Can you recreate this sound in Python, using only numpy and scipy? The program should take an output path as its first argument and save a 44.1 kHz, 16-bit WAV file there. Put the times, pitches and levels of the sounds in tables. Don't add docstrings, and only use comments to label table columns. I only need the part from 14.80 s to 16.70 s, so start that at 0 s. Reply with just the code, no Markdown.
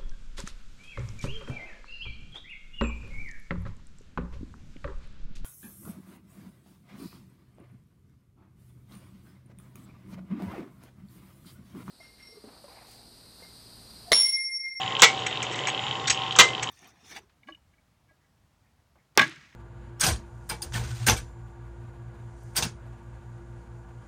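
import sys
import numpy as np
from scipy import signal
from scipy.fft import rfft, irfft
from scipy.io import wavfile
from scipy.ndimage import uniform_filter1d

SR = 44100
rng = np.random.default_rng(int(sys.argv[2]) if len(sys.argv) > 2 else 0)


def store_wav(level_fs):
    pcm = np.round(np.clip(np.atleast_2d(level_fs), -1, 1) * 32767)
    wavfile.write(sys.argv[1], SR, pcm.T.astype(np.int16))


def undo_db(level):
    steps = np.asarray(level, float) / 20
    return 10 ** steps


N = 83790

# start_s, first_tick_db, second_tick_db
SHAFT_TURNS = [(.0159, -14, -13), (.1062, -19, -15.5), (.195, -8, -10.5), (.2845, -14.5, -17.5),
               (.375, -18.5, -19), (.4653, -15.5, -22.5), (.5556, -16.5, -10), (.65, -23.5, -18.5),
               (.7432, -15, -21.5), (.8365, -15, -16.5), (.9303, -18, -16.5), (1.0216, -21.5, -16.5),
               (1.1101, -15, -21.5), (1.1972, -16.5, -25), (1.2855, -21, -15), (1.3739, -14, -18.5),
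               (1.4631, -18, -18.5), (1.5529, -16.5, -16.5), (1.642, -21, -28), (1.7325, -15.5, -14.5),
               (1.8253, -22, -17), (1.9185, -11, -10)]
# mode_hz, level_db, t60_s
HOUSING_MODES = [(2700, 0, 0.015), (3034, -0.5, 0.024), (3222, 3.5, 0.015), (3744, 2, 0.015),
                 (2000, -43, 0.015), (900, -10.5, 0.031)]
# time_s, pitch_hz, level_db
GEAR_TONE = [(0, 772, -41), (.3, 768, -38), (.5, 758, -43), (.72, 745, -46.5), (.85, 745, -43),
             (.96, 763, -39), (1.08, 777, -41.5), (1.3, 778, -39), (1.55, 770, -41), (1.75, 763, -44.5),
             (1.9, 758, -42.5)]
# start_s, level_db, rattle_s
CLACKS = [
    (0.2194, -7.5, 0.017),
    (1.5869, -7, 0.017),
]
# mode_hz, level_db, t60_s
LEVER_MODES = [(468, -7, .2), (900, -11, .1), (1335, -10, .1), (1600, -9, .08), (1957, -2, .14),
               (2135, 0, .3), (2258, -2, .4), (2355, -5, .12), (2650, -4, .08), (2840, -5, .08),
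               (3390, -4, .08), (4150, -8, .09), (5560, -7, .08), (6300, -9, .1)]
# mode_hz, level_db, t60_s
TRAY_MODES = [(500, -7, .3), (1017, -6, .09), (1250, -7, .09), (1600, -7, .08), (1960, -2, .12),
              (2073, 0, .4), (2406, -7, .12), (2681, -3, .1), (2830, -5, .1), (3100, -1, .1),
              (3400, -5, .08), (3914, -3, .09), (6090, -5, .1), (6700, -7, .07)]
# freq_hz, level_db
CRASH_SPECTRUM = [(60, -23.5), (440, -17.5), (1100, -4), (2160, -12), (3500, -3), (4800, -10.5),
                  (6800, -10.5), (9500, -9.5)]
# start_s, level_db, length_s, body_hz, treble_db
KNOCKS = [(0.188, -30, 0.015, 1000, -1.5), (0.377, -42, 0.022, 3000, -7), (.463, -23, 0.0029, 2180, -3),
          (0.625, -30, 0.0044, 2300, 4.5), (0.636, -39, 0.014, 2400, -5), (0.706, -42, 0.03, 2500, 2),
          (0.756, -39, .002, 1200, 6), (0.767, -46.5, 0.03, 2500, 4.5), (0.8706, -25.5, .001, 2000, -0.5),
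          (0.872, -29.5, 0.014, 900, -16), (0.879, -32, 0.014, 2070, -13), (1.271, -26.5, 0.009, 4100, 3.5),
          (1.278, -24, 0.0044, 2000, -5), (1.2974, -18, 0.0012, 4140, -3.5),
          (1.302, -16.5, 0.0017, 2310, 3), (1.307, -22.5, 0.006, 2560, 2),
          (1.317, -32.5, 0.012, 5150, -4.5), (1.518, -36, 0.0046, 3500, -20.5),
          (1.559, -26.5, 0.0037, 1200, 2.5), (1.574, -37.5, 0.0069, 1200, 1),
          (1.674, -37, 0.0071, 2100, -34), (1.824, -27.5, 0.0082, 2400, 4)]
# mode_hz, level_db, t60_s
PAWL_MODES = [(1550, -5, .025), (2380, -4, .03), (3300, -8, .025), (4150, -6, .02), (4900, -9, .02),
              (5700, -5, .04), (6600, -2, .04), (7900, -2, .03)]
# freq_hz, density_db
AIR_SPECTRUM = [(40, -16.5), (118, -3.5), (661, -12.5), (800, -2.5), (2320, -16), (3200, -19),
                (4600, -20.5), (9500, -29)]
# centre_hz, width_hz, level_db
CASE_RESONANCES = [(134, 21, -12), (445, 377, -3), (808, 75, -8.5), (972, 260, -6.5), (2012, 450, -8),
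                   (2916, 900, -3.5), (3050, 140, -20.5), (3585, 86, -9.5), (7050, 600, -17)]

TICK_DB, TICK_SCATTER_DB, TICK_GRIT = -4.5, 1.2, .09
TICK_CENTRE_HZ, TICK_WIDTH_HZ = 3097, 1300
TICK_LAG_S, SECOND_TICK_TURNS = .0008, .352
BLADE_RATIO, BLADE_DB = 1.386, -2.5
TONE_WOBBLE_DB, PITCH_WOBBLE = 2.5, 0.00407
RATTLE_PER_S, RATTLE_SCATTER_DB, RATTLE_T60_S = 1100, 1, .11
BUZZ, RING_SHARE = .1, .42
CRACK_DB, CRACK_HZ, CRACK_T60_S = -1, 7030, 0.031
CRASH_DB, CRASH_T60_S = -1, .1
CRASH_TAIL_DB, CRASH_TAIL_T60_S = -12.5, .3
KNOCK_RISE_S, KNOCK_T60_S, KNOCK_START = .0007, 0.042, 0.27
KNOCK_GRIT, KNOCK_WIDTH, TREBLE_HZ = .6, .35, 7400
KNOCK_RING_DB = -25
THUMP_S, THUMP_HZ, THUMP_DB, THUMP_T60_S = 1.3, 75, -29.5, 0.097
AIR_DB, CASE_DB, FLICKER_DB = -39, -36.5, 4.5
HUM_HZ, HUM_DB, HUM_WOBBLE_DB = 118.3, -47.5, 1
ROOM_DB, ROOM_T60_S = -16.5, 0.16
MIC_TOP_HZ, MIC_STOP_HZ, MIC_LOW_HZ = 7730, 9517, 65.8
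CEILING, KNEE = .72, 20


def level(x, db):
    return x * undo_db(db) / np.sqrt(np.mean(x ** 2))


def band(x, hz, width_hz):
    return signal.lfilter(*signal.iirpeak(hz, hz / width_hz, fs=SR), x)


def ring(x, modes):
    out = 0
    for hz, db, t60_s in modes:
        pole = np.exp(2j * np.pi * hz / SR - np.log(1000) / (t60_s * SR))
        out = out + undo_db(db) * signal.lfilter([1], [1, -pole], x).imag
    return out


def colour(points):
    hz, db = np.array(points).T
    log_hz = np.log(np.fft.rfftfreq(N, 1 / SR) + 1)
    gain = undo_db(np.interp(log_hz, np.log(hz), db))
    return level(irfft(rfft(rng.standard_normal(N)) * gain, N), 0)


def walk(rate_hz):
    k = int(SR / rate_hz)
    steps = np.repeat(rng.standard_normal(N // k + 1), k)
    return 0.95 * uniform_filter1d(uniform_filter1d(steps, k), k)[:N]


def burst(t, start_s, length_s, rise_s, t60_s):
    rise = np.clip((t - start_s) / rise_s, 0, 1)
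    return rise * undo_db(-60 * np.clip(t - start_s - length_s, 0, None) / t60_s)


def shaft_ticks(t):
    times, first_db, second_db = np.array(SHAFT_TURNS).T
    turns = np.arange(len(times)) * 2.
    whole = np.arange(turns[-1])
    when = np.interp(whole[:, None] + [0, SECOND_TICK_TURNS], turns, times) + TICK_LAG_S
    db = np.c_[np.interp(whole, turns, first_db), np.interp(whole, turns, second_db)]
    db = db + TICK_SCATTER_DB * rng.standard_normal(when.shape)
    inside = when < t[-1]
    clicks = np.zeros(N)
    clicks[(when[inside] * SR).astype(int)] = undo_db(db[inside] + TICK_DB)
    rub = signal.lfilter([1], [1, -.98], np.roll(clicks, 1))
    push = rng.standard_normal(N) * TICK_GRIT * rub
    soft = band(clicks + push, TICK_CENTRE_HZ, TICK_WIDTH_HZ)
    soft = band(soft, TICK_CENTRE_HZ, TICK_WIDTH_HZ)
    return ring(soft, HOUSING_MODES) / 2


def gear_and_blade_tones(t):
    times, hz, db = np.array(GEAR_TONE).T
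    pitch_hz = np.interp(t, times, hz) * (1 + PITCH_WOBBLE * walk(18))
    angle = 2 * np.pi * np.cumsum(pitch_hz) / SR
    gear = undo_db(TONE_WOBBLE_DB * walk(15)) * np.sin(angle)
    blade = undo_db(BLADE_DB + TONE_WOBBLE_DB * walk(15)) * np.sin(BLADE_RATIO * angle)
    return np.sqrt(2) * undo_db(np.interp(t, times, db)) * (gear + blade)


def changer_clacks(t):
    out = 0
    for (start_s, db, length_s), parts in zip(CLACKS, (LEVER_MODES, TRAY_MODES)):
        chance, size = rng.random((2, N))
        hits = (chance < RATTLE_PER_S / SR) * undo_db(-RATTLE_SCATTER_DB * np.log(size + 1e-9))
        shake = (hits + BUZZ) * burst(t, start_s, length_s, .0005, RATTLE_T60_S)
        rung = 0
        for hz, part_db, t60_s in parts:
            part = ring(shake * rng.standard_normal(N), [(hz, 0, RING_SHARE * t60_s)])
            rung = rung + level(part, part_db)
        crack = level(band(rng.standard_normal(N), CRACK_HZ, 1500), CRACK_DB)
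        crack = crack * burst(t, start_s, 0.0018, .0003, CRACK_T60_S)
        fade = burst(t, start_s, length_s * 1.06, .001, CRASH_T60_S)
        fade = fade + undo_db(CRASH_TAIL_DB) * burst(t, start_s, length_s, 0.00076, CRASH_TAIL_T60_S)
        crash = undo_db(CRASH_DB) * colour(CRASH_SPECTRUM) * fade
        out = out + undo_db(db) * (level(rung, -20.5) + crash + crack)
    return out


def knocks_and_scrapes(t):
    out, shake = 0, 0
    for start_s, db, length_s, hz, treble_db in KNOCKS:
        grit = rng.standard_normal(N) * rng.exponential(size=N) ** KNOCK_GRIT
        swell = np.clip(KNOCK_START + (t - start_s) / length_s, 0, 1)
        shape = undo_db(db) * burst(t, start_s, length_s, KNOCK_RISE_S, KNOCK_T60_S) * swell
        body = band(band(grit, hz, hz * KNOCK_WIDTH), hz, hz)
        treble = level(band(grit, TREBLE_HZ, 4500), treble_db)
        out = out + shape * (level(body, 0) + treble)
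        shake = shake + shape * grit
    thump = undo_db(THUMP_DB) * np.sin(2 * np.pi * THUMP_HZ * (t - THUMP_S))
    thump = thump * burst(t, THUMP_S, 0, .004, THUMP_T60_S)
    return out + undo_db(KNOCK_RING_DB) * ring(shake, PAWL_MODES) + thump


def fan_air():
    case = 0
    for hz, width_hz, db in CASE_RESONANCES:
        flicker = undo_db(db + FLICKER_DB * walk(14))
        noise = band(band(rng.standard_normal(N), hz, width_hz), hz, width_hz)
        case = case + flicker * level(noise, 0)
    return undo_db(AIR_DB) * colour(AIR_SPECTRUM) + level(case, CASE_DB)


def mains_hum(t):
    return np.sqrt(2) * undo_db(HUM_DB + HUM_WOBBLE_DB * walk(24)) * np.sin(2 * np.pi * HUM_HZ * t)


def room(struck, t):
    tail = rng.standard_normal(N // 4) * burst(t[:N // 4], 0.0013, 0, 0.021, ROOM_T60_S)
    return undo_db(ROOM_DB) * signal.fftconvolve(struck, tail / np.sqrt(np.sum(tail ** 2)))[:N]


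def scene():
    t = np.arange(N) / SR
    struck = shaft_ticks(t) + changer_clacks(t) + knocks_and_scrapes(t)
    steady = gear_and_blade_tones(t) + fan_air() + mains_hum(t)
    return (struck + room(struck, t) + steady)[None]


def top_cut(x):
    return signal.sosfilt(signal.butter(12, 16540, fs=SR, output="sos"), x)


def record(dry):
    dull = signal.sosfilt(signal.cheby2(14, 70, MIC_STOP_HZ, fs=SR, output="sos"), dry)
    dull = signal.sosfilt(signal.butter(6, MIC_TOP_HZ, fs=SR, output="sos"), dull)
    overloaded = dull / (1 + np.abs(dull / CEILING) ** KNEE) ** (1 / KNEE)
    mix = signal.sosfilt(signal.butter(2, MIC_LOW_HZ, "high", fs=SR, output="sos"), overloaded)
    return top_cut(mix)


dry = scene()
out = record(dry)
store_wav(out)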